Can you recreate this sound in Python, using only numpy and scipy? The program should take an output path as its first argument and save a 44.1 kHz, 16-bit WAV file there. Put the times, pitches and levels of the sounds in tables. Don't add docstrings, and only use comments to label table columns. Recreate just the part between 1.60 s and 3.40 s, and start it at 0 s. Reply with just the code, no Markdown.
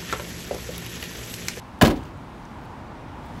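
import sys
import numpy as np
from scipy import signal
from scipy.fft import rfft, irfft
from scipy.io import wavfile
from scipy.ndimage import uniform_filter1d

SR = 44100
rng = np.random.default_rng(int(sys.argv[2]) if len(sys.argv) > 2 else 0)


def output_pcm(signal):
    pcm = np.clip(np.atleast_2d(signal).T, -1, 1) * 32767
    wavfile.write(sys.argv[1], SR, np.round(pcm).astype(np.int16))


def elevation(decibels):
    levels = np.asarray(decibels, float)
    return 10 ** (levels / 20)


N = 79380


def evened(x):
    return x / np.sqrt(np.mean(x ** 2) + 1e-20)


def read(points, hz):
    f, value = np.transpose(points)
    return np.interp(np.log(hz + 1), np.log(f + 1), value)


def burst(start_s, length_s, rise_s, release_s):
    t = np.arange(N) / SR - start_s
    return np.clip(t / rise_s, 0, 1) * np.exp(-np.maximum(t - length_s, 0) / release_s)


def ring(modes):
    t = np.arange(SR // 2) / SR
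    return sum(elevation(db - 60 * t / t60) * np.sin(2 * np.pi * hz * t) for hz, db, t60 in modes)


def colour(points):
    log_gain = np.log(elevation(read(points, abs(np.fft.fftfreq(2048, 1 / SR)))))
    return np.fft.ifft(np.exp(np.conj(signal.hilbert(log_gain)))).real[:1024]


def through(x, taps):
    return signal.fftconvolve(x, taps / np.linalg.norm(taps))[:N]


# f/Hz, level/dB per Hz
TRAFFIC_SPECTRUM = [(12, -54), (20, -16.5), (48, -0.5), (187, -5.5), (228, 0.5), (410, -11.5), (949, -8.5),
                    (1860, -18.5), (16000, -49)]
# f/Hz, width/Hz, level/dB
TYRE_HUMPS = [(940.5, 195.46, 3), (230, 255.7, 1.5), (121.05, 30.83, 5.5), (53.802, 13.75, 7.5),
              (3456, 619.2, 0.5), (13090, 776, -0.5)]
# t/s, level/dB
ROAR_LEVEL = [(0.0, -40.5), (0.124, -40.5), (0.28, -40.5), (0.746, -39.5), (1.8, -37.5)]
# t/s, slope/dB per octave above 1.5 kHz
ROAR_SHINE = [(0, .5), (.5, 0), (.9, 0.1013), (1.3, -1), (1.55, -0.8535), (1.8, 1.0793)]


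def traffic():
    size, hop = 1024, 256
    frames, hz = N // hop + 5, np.fft.rfftfreq(size, 1 / SR)
    real, imag, patches = rng.standard_normal((frames, size // 2 + 1, 3)).T
    patches = uniform_filter1d(patches, size=10, axis=0)
    patches = evened(uniform_filter1d(patches, size=10, axis=1))
    patch_db = np.interp(hz, [150, 600], [0.3, 0.7])[:, None]

    humps_db = sum(db * np.exp(-((hz - f) / width) ** 2) for f, width, db in TYRE_HUMPS)
    shape_db = read(TRAFFIC_SPECTRUM, hz) + humps_db
    octaves = np.log2(np.maximum(hz / 1500, 1))
    slope = np.interp(np.arange(frames) * hop / SR, *np.transpose(ROAR_SHINE))
    gain_db = shape_db[:, None] + patch_db * patches + np.outer(octaves, slope)

    spectrum = (real + 1j * imag) * elevation(gain_db)
    roar = signal.istft(spectrum, nperseg=size, noverlap=size - hop)[1][:N]
    level_db = np.interp(np.arange(N) / SR, *np.transpose(ROAR_LEVEL))
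    return elevation(level_db + 0.6188) * evened(roar)


# t/s, length/s, level/dB, centre f/Hz, width/Hz
SCUFFS = [(0.188, 0.00403, -60.5, 9000, 6000), (0.36, 0.0033, -53.5, 4964, 2000),
          (.437, 0.001295, -54, 7000, 5000), (0.453, 0.00407, -59.5, 5997, 2973),
          (.572, 0.002333, -61.5, 7976, 5995), (0.8517, 0.001965, -54.5, 5890, 2000),
          (0.852, 0.00201, -64, 9500, 5000), (1.009, 0.00605, -69.5, 14000, 7000),
          (1.037, 0.01208, -70, 14000, 6000), (1.052, 0.00296, -61.5, 11000, 9000),
          (1.65, 0.00807, -66, 14990, 4000), (1.662, 0.002033, -59, 10500, 7000)]


def scuffs():
    hz, out = np.fft.rfftfreq(N, 1 / SR), np.zeros(N)
    for s, length, db, centre_hz, width_hz in SCUFFS:
        band = 1 / (1 + ((hz - centre_hz) / width_hz * 2) ** 2)
        grit = irfft(rfft(rng.standard_normal(N)) * band, N)
        out += elevation(db) * evened(grit) * burst(s, length, rise_s=0.000609, release_s=0.003123)
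    return out


# f/Hz, t60/s
YARD_T60 = [(100, 0.4788), (500, 0.33898), (3000, 0.23294), (12000, 0.15768)]


def yard(x):
    taps, at = np.zeros(SR), np.arange(400, SR - 20, 20)
    taps[at + rng.integers(0, 20, len(at))] = rng.choice([-1., 1.], len(at))
    hz, t, z = signal.stft(taps, SR, nperseg=256)
    decay = elevation(-60 * t / read(YARD_T60, hz)[:, None])
    return through(x, signal.istft(z * decay, SR, nperseg=256)[1])


# t/s, start f/Hz, end f/Hz, peak level/dB, length/s
THUMPS = [(.2165, 735.2, 654.3, -6.5, 0.010955), (.216, 223.2, 173.7, -8.5, 0.024101),
          (0.221, 139.9, 64.25, -8, 0.032566), (.254, 201.6, 246.6, -10, 0.034436),
          (0.224, 59.45, 42.37, -14, 0.04184), (0.271, 42.3, 69.91, -19, 0.04013),
          (.3, 186.3, 230, -24, 0.020115), (.328, 279.7, 257.7, -22, 0.03002),
          (.33, 61.96, 49.94, -33.5, 0.0536), (0.368, 271.3, 292.2, -27.5, 0.025125),
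          (0.403, 60.8, 77.93, -30.5, 0.03236), (.425, 146.8, 133.1, -37, 0.02496),
          (0.447, 77.55, 69.86, -41, 0.031), (0.534, 91.23, 91.36, -34, 0.04384)]


def thumps():
    t, out = np.arange(N) / SR, np.zeros(N)
    for s, start_hz, end_hz, db, length in THUMPS:
        u = np.clip((t - s) / length, 0, 1)
        turns = length * u * (start_hz + (end_hz - start_hz) * u / 2)
        swell = np.sin(np.pi * u ** 0.8682) ** 2
        out += elevation(db) * swell * np.sin(2 * np.pi * turns)
    return out


# t/s, length/s, clatter level/dB, fizz level/dB, panel drive level/dB
CONTACTS = [(0.2118, 0.005254, -21, -34, -20), (0.2195, 0.005565, -16.5, -24, -18.5),
            (.229, 0.012594, -28.5, -39.5, -8), (0.2469, 0.015046, -22.5, -40.5, -20.5),
            (0.269, 0.012835, -31, -37.5, -18), (0.284, 0.015413, -46.5, -57, -25),
            (0.3, 0.014596, -36.5, -48.5, -22), (0.315, 0.02556, -55, -60.5, -33),
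            (0.357, 0.021957, -48.5, -64, -46), (0.385, 0.03461, -56, -74.5, -48.5),
            (0.425, 0.01101, -52.5, -71.5, -50.5), (.449, 0.01007, -51.5, -73.5, -52.5),
            (0.464, 0.02734, -59, -75.5, -49.5)]
# f/Hz, level/dB per Hz
CLATTER = [(150, -10), (500, -14), (1500, -2), (3000, 0.5), (4500, -5.5), (6500, -9.5), (10000, -20),
           (16000, -17)]
# f/Hz, level/dB per Hz
FIZZ = [(2000, -15), (5500, -14), (8500, -4), (11000, 0), (13500, -4), (16000, -4)]
# f/Hz, level/dB, t60/s
PANEL = [(203.54, -1, 0.03303), (317.14, -5.5, 0.0915), (343.96, -6, 0.06147), (387.48, -0.5, 0.07064),
         (450.81, -1.5, 0.05761), (522.57, -4, 0.04396), (565.66, -3.5, 0.04785), (620.49, -7, 0.05683),
         (714.67, -1.5, 0.03896), (789.19, -13.5, 0.06164), (889.06, -13, 0.04342),
         (966.83, -12.5, 0.07585), (1045.1, -16.5, 0.03282), (1210, -43.5, .04)]


def chatter():
    clicks = rng.standard_normal((3, N))
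    clicks *= elevation(2.8 * np.minimum(rng.exponential(1, (3, N)), 3.5))
    shapes = np.array([burst(s, length, rise_s=0.0012995, release_s=0.004285)
                       for s, length, *_ in CONTACTS])
    levels = elevation(np.array(CONTACTS)[:, 2:])
    clatter, fizz, drive = evened(clicks) * (levels.T @ shapes)
    return through(clatter, colour(CLATTER)) + through(fizz, colour(FIZZ)) + through(drive, ring(PANEL))


# t/s, level/dB
STRIKES = [
    (0.2128, -14.5),
    (0.2144, -5),
    (0.2191, -8.5),
    (0.2233, -14.5),
    (0.2492, -15.5),
    (.2535, -23),
    (.259, -21.5),
]
# f/Hz, level/dB, t60/s
LATCH = [(1649.7, -1, 0.02083), (1004.4, -5.5, 0.06338), (2668.6, -18, 0.0207), (2955.2, -12, 0.0305),
         (4515, -18, 0.02077), (7000, -16.5, 0.00965)]
# f/Hz, level/dB, t60/s
PIN = [(4200, -21, .014), (9290, -52, .22), (9400, -54, .2), (9740, -52, .18), (11250, -51, .22),
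       (11430, -53, .25), (3480, -52, .5), (3590, -54, .4)]


def latch():
    out = np.zeros(N)
    blows = [(s, db, LATCH) for s, db in STRIKES] + [(0.2718, 0, PIN)]
    for s, db, modes in blows:
        out[round(s * SR):][:SR // 2] += elevation(db) * ring(modes)
    return out


def scene():
    clash, push = chatter() + latch(), thumps()
    echo = elevation(-13.5) * yard(clash + elevation(-4.5) * push)
    return (clash + push + echo + scuffs() + traffic())[None]


def band_limit(x):
    return signal.sosfilt(signal.butter(12, 16530, fs=SR, output="sos"), x)


def record(dry):
    bass_cut = signal.butter(4, 37.49, "high", fs=SR, output="sos")
    cut = signal.sosfilt(bass_cut, dry)
    soft = 0.88355 * np.tanh(cut / 0.90552)
    edge = signal.firwin(2047, 15770, window=("kaiser", 6), fs=SR)[None]
    return band_limit(signal.oaconvolve(soft, edge, "same"))


dry = scene()
out = record(dry)
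output_pcm(out)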